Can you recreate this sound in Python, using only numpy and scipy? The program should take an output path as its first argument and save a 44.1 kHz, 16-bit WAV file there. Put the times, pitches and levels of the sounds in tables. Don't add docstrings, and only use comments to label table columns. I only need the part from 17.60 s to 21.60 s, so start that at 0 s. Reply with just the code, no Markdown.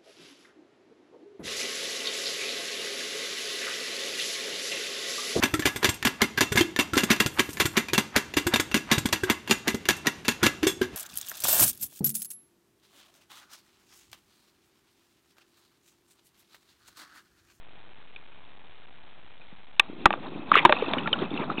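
import sys
import numpy as np
from scipy import signal
from scipy.fft import rfft, irfft
from scipy.io import wavfile

SR = 44100
rng = np.random.default_rng(int(sys.argv[2]) if len(sys.argv) > 2 else 0)


def to_wav(s):
    ch = np.atleast_2d(s).T
    pcm = np.round(np.clip(ch, -1, 1) * 32767)
    wavfile.write(sys.argv[1], SR, pcm.astype(np.int16))


N = 176400

HISS_DB = -56.5
BUBBLE_RISE_S, BUBBLE_GLIDE_PER_S = 0.00064, 2.1
GRAINS_PER_S = 2200
RUMBLE_SPREAD_DB, RUSTLE_SPREAD_DB, FIZZ_SPREAD_DB, SCRAPE_SPREAD_DB = 3.5, 3.5, 4, 0
PUSH_S = 0.00049
RATTLE_T60_S, RATTLE_HZ = 0.041, 1367
SQUEAK_SKEW = 0.52
SQUEAK_SAG = 0.22
THUMP_DB, THUMP_S, THUMP_GROWTH = -25, 0.0012, 2.4
BASS_CUT_HZ = 130
RECORDER_HZ, FULL_SCALE, STEPS, BIAS = 8000, 0.71, 128, -0.0098
OVERLOAD_DB = -3.5
EDGE_HZ = 16500


def amp(db):
    return 10 ** (np.asarray(db) / 20)


def unit(x):
    return x / np.sqrt(np.mean(x ** 2) + 1e-20)


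def add(mix, start_s, sound):
    part = mix[max(round(start_s * SR), 0):][:len(sound)]
    part += sound[:len(part)]


def colour(x, points):
    hz, db = np.transpose(points)
    f = np.fft.rfftfreq(len(x), 1 / SR)
    gain = amp(np.interp(np.log(f + 1), np.log(hz), db))
    return unit(irfft(rfft(x) * gain, len(x)))


def thin(x):
    return signal.lfilter(*signal.butter(2, BASS_CUT_HZ, "high", fs=SR), x)


def ping(t, hz, t60_s, rise_s, glide_per_s=0):
    rise = 1 - np.exp(-(t / rise_s) ** 2)
    decay = np.exp(-np.log(1000) * t / t60_s)
    return rise * decay * np.sin(2 * np.pi * hz * t * (1 + glide_per_s * t / 2))


def slips(lo_hz, hi_hz, spread_db, cycles, count=32):
    out, t = np.zeros(N), np.arange(2048) / SR
    for hz in np.geomspace(lo_hz, hi_hz, count):
        size = amp(spread_db * np.minimum(rng.exponential(1, N), 4))
        sign = np.sign(rng.random(N) - 0.5)
        struck = rng.random(N) < GRAINS_PER_S / count / SR
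        grain = np.sqrt(hz) * ping(t, hz, 2 * cycles / hz, 0.5 / hz)
        out += signal.oaconvolve(size * sign * struck, grain)[:N]
    return unit(out)


def floor_hiss():
    # (frequency [Hz], relative density [dB])
    hiss_colour = [(20, -7), (60, 3.5), (160, 0.5), (400, -2), (600, -2), (830, 1.5), (1250, -6),
                   (2050, -9.5), (2450, -1), (2800, -12.5), (3200, -6.5), (4000, -13.5)]
    return amp(HISS_DB) * colour(rng.standard_normal(N), hiss_colour)


def bubbles():
    # (time [s], starting pitch [Hz], level [dB], t60 [s])
    bubble_events = [(1.815, 2454, -39.5, .025), (1.926, 184, -36, 0.038), (2.298, 283, -23.5, 0.018),
                     (2.331, 322, -29, 0.029), (2.575, 491, -36, 0.075), (2.719, 345, -29.5, 0.05),
                     (2.759, 293, -24, 0.039), (2.826, 320, -30.5, 0.038), (3.101, 577, -15, 0.11),
                     (3.131, 450, -19, 0.035), (3.167, 2570, -22, .025), (3.282, 304, -15.5, 0.022),
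                     (3.370, 251, -18.5, 0.065), (3.459, 1356, -23, 0.072), (3.539, 1410, -19, 0.026),
                     (3.590, 3200, -21, 0.01), (3.706, 3520, -28, 0.017), (3.714, 301.3, -16.5, 0.027),
                     (3.775, 2694, -22, 0.026), (3.799, 216, -18, 0.036), (3.814, 342, -21, .03),
                     (3.9007, 1265, -13, 0.018), (3.915, 383, -23, 0.015), (3.982, 270, -13.5, 0.016),
                     (3.981, 2560, -19.5, 0.017)]
    out, t = np.zeros(N), np.arange(SR // 8) / SR
    for start_s, hz, db, t60_s in bubble_events:
        add(out, start_s, amp(db) * ping(t, hz, t60_s, BUBBLE_RISE_S, BUBBLE_GLIDE_PER_S))
    return thin(out)


def rubbing():
    # (time [s], rumble level [dB], rustle level [dB], treble fizz level [dB])
    rub_levels = [(2.2, -57, -49, -49.5), (2.36, -47.5, -60, -67), (2.409, -40.5, -56.5, -52.5),
                  (2.549, -42, -45, -54), (2.62, -44, -51.5, -52.5), (2.63, -41.5, -44, -47),
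                  (2.661, -40.5, -38.5, -46), (2.701, -44, -54.5, -55.5), (2.76, -39, -46, -50),
                  (2.86, -45, -51, -54.5), (2.929, -36.5, -39, -37.5), (3.04, -38, -34.5, -43),
                  (3.191, -41.5, -37.5, -37.5), (3.251, -36, -39, -38), (3.37, -37.5, -34, -40.5),
                  (3.44, -36.5, -40, -43), (3.51, -36.5, -40, -45.5), (3.632, -31.5, -35, -39),
                  (3.69, -41.5, -47, -52), (3.75, -35, -40.5, -41.5), (3.835, -37.5, -32.5, -39.5),
                  (3.87, -35, -47.5, -53.5), (3.91, -32.5, -35.5, -43), (3.965, -44.5, -49.5, -51.5),
                  (4, -38.5, -32, -37)]
    # (frequency [Hz], gain [dB])
    rumble_colour = [(25, -19), (70, -24.5), (140, -8), (230, 0.5), (330, 1), (480, -8), (700, -12.5),
                     (1200, -36)]
    rustle_colour = [(200, -40), (500, -4.5), (850, 3), (1350, 0), (1700, -8), (2300, -25.5), (4400, -47)]
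    fizz_colour = [(1000, -25), (1800, -9.5), (2250, -8.5), (2600, 1.5), (2900, -9), (3700, -1.5),
                   (4400, -5.5)]
    t = np.arange(N) / SR
    time_s, rumble_db, rustle_db, fizz_db = np.transpose(rub_levels)
    rumble = colour(slips(77.5, 900, RUMBLE_SPREAD_DB, cycles=2.2), rumble_colour)
    rustle = colour(slips(400, 2300, RUSTLE_SPREAD_DB, cycles=11), rustle_colour)
    fizz = colour(slips(1380, 4570, FIZZ_SPREAD_DB, cycles=25.6), fizz_colour)
    out = amp(np.interp(t, time_s, rumble_db)) * rumble
    out += amp(np.interp(t, time_s, rustle_db)) * rustle
    out += amp(np.interp(t, time_s, fizz_db)) * fizz
    return out * (t > time_s[0])


def scrape():
    # (time [s], level [dB])
    scrape_levels = [(2.927, -39.5), (2.943, -19.5), (2.950, -26.5), (2.968, -20), (2.990, -17.5),
                     (3.004, -31), (3.035, -42)]
    # (frequency [Hz], gain [dB])
    scrape_colour = [(150, -23), (400, -18.5), (700, -25), (1100, -2), (1550, 0), (2300, 6.5), (2900, 2),
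                     (3600, -0.5), (4400, -27)]
    level_db = np.interp(np.arange(N) / SR, *np.transpose(scrape_levels), left=-np.inf, right=-np.inf)
    rasp = slips(300, 4120, SCRAPE_SPREAD_DB, cycles=4.7) + 0.8 * rng.standard_normal(N)
    return amp(level_db) * colour(rasp, scrape_colour)


def squeak(t, hz, length_s):
    u = np.minimum(t / length_s, 1)
    swell = np.sin(np.pi * u ** SQUEAK_SKEW) ** 2
    return swell * np.sin(2 * np.pi * hz * t * (1 + SQUEAK_SAG * (1 - u) / 2))


def rattle(t):
    band = signal.butter(1, [RATTLE_HZ / 10, RATTLE_HZ], "band", fs=SR)
    grit = unit(signal.lfilter(*band, rng.standard_normal(len(t))))
    return grit * np.exp(-np.log(1000) * t / RATTLE_T60_S)


def thump(t, knock_db):
    return amp(THUMP_DB + THUMP_GROWTH * knock_db) * t / THUMP_S * np.exp(1 - t / THUMP_S)


def knocks():
    # (time [s], housing level [dB], brightness [dB/octave], rattle level [dB],
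    #                squeak pitch [Hz], squeak level [dB], squeak length [s])
    blows = [ (0.5614, -49, 19, -54, 2350, -36, 0.0094), (2.1963, -3.5, 14, -29, 2523, -2.5, 0.0071),
             (2.4568, 6, 0.5, -9, 1277, 5, 0.0064), (2.5053, -12.5, 0, -40.5, 800, -22, 0.0048),
             (2.528, -23, 7.5, -41.5, 2540, -24, 0.0056), (2.5380, -23, 1, -47, 925, -13.5, 0.002),
             (2.9167, -13, -3.5, -30.5, 1164, -3.5, 0.0074), (2.9545, -13, 7.5, -38, 1203, -2, 0.0064),
             (2.966, -13, 4.5, -20.5, 414, -19.5, 0.014), (3.0510, 3, -1, -15, 951, 6, 0.0076),
             (3.0566, -5.5, 4.5, -14.5, 338, -19.5, 0.026), (3.094, -11, -6.5, -17, 830, -22.5, 0.015),
             (3.124, -4, 4.5, -16.5, 1301, -9, 0.0044), (3.2226, -20.5, 1.5, -30, 432, -15.5, 0.012),
             (3.3350, -19.5, 12.5, -24.5, 637, -22, .012), (3.3827, -25, 9, -32, 2854, -25, 0.014),
             (3.474, -22.5, 6.5, -23.5, 1700, -22.5, 0.0071), (3.529, -26.5, 19.5, -26.5, 2973, -13, .012),
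             (3.6188, -33.5, -12, -40, 348, -22, 0.021), (3.974, -35.5, 5, -42, 2740, -34.5, .025)]
    # (frequency [Hz], level [dB], t60 [s])
    housing_modes = [(349.5, -17, 0.041), (585, -14.5, 0.026), (828.6, -3.5, 0.024), (935, -8, 0.022),
                     (1171, -5, 0.032), (1622, -7.5, 0.015), (1841, -13, 0.027), (2314, -8, 0.013),
                     (2572, -11.5, 0.016), (3025, -18, 0.014), (3600, -11, 0.011)]
    out, t = np.zeros(N), np.arange(SR // 6) / SR
    for start_s, db, bright_db, rattle_db, squeak_hz, squeak_db, length_s in blows:
        body = np.zeros(len(t))
        for k, (hz, mode_db, t60_s) in enumerate(housing_modes):
            tilt_db = bright_db * np.log2(hz / RATTLE_HZ)
            body += (-1) ** k * amp(db + mode_db + tilt_db) * ping(t, hz, t60_s, PUSH_S)
        ringing = body + amp(rattle_db) * rattle(t) + amp(squeak_db) * squeak(t, squeak_hz, length_s)
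        add(out, start_s, thin(ringing) - thump(t, db))
    return out


def scene():
    return (floor_hiss() + bubbles() + rubbing() + scrape() + knocks())[None]


def low_pass(x, hz, size):
    return signal.oaconvolve(x, signal.firwin(size, hz, window="blackman", fs=SR)[None], "same")


def record(dry):
    step, limit = FULL_SCALE / STEPS, amp(OVERLOAD_DB)
    sampled = np.clip(signal.resample_poly(dry, RECORDER_HZ, SR, axis=1), -limit, limit)
    stepped = step * np.round((sampled + BIAS) / step)
    smooth = signal.firwin(15001, RECORDER_HZ / 2, window=("kaiser", 10), fs=RECORDER_HZ * SR / 100)
    played = signal.resample_poly(stepped, SR, RECORDER_HZ, axis=1, window=smooth)[:, :N]
    return low_pass(np.clip(played, -FULL_SCALE, FULL_SCALE), EDGE_HZ, size=511)


dry = scene()
out = record(dry)
to_wav(out)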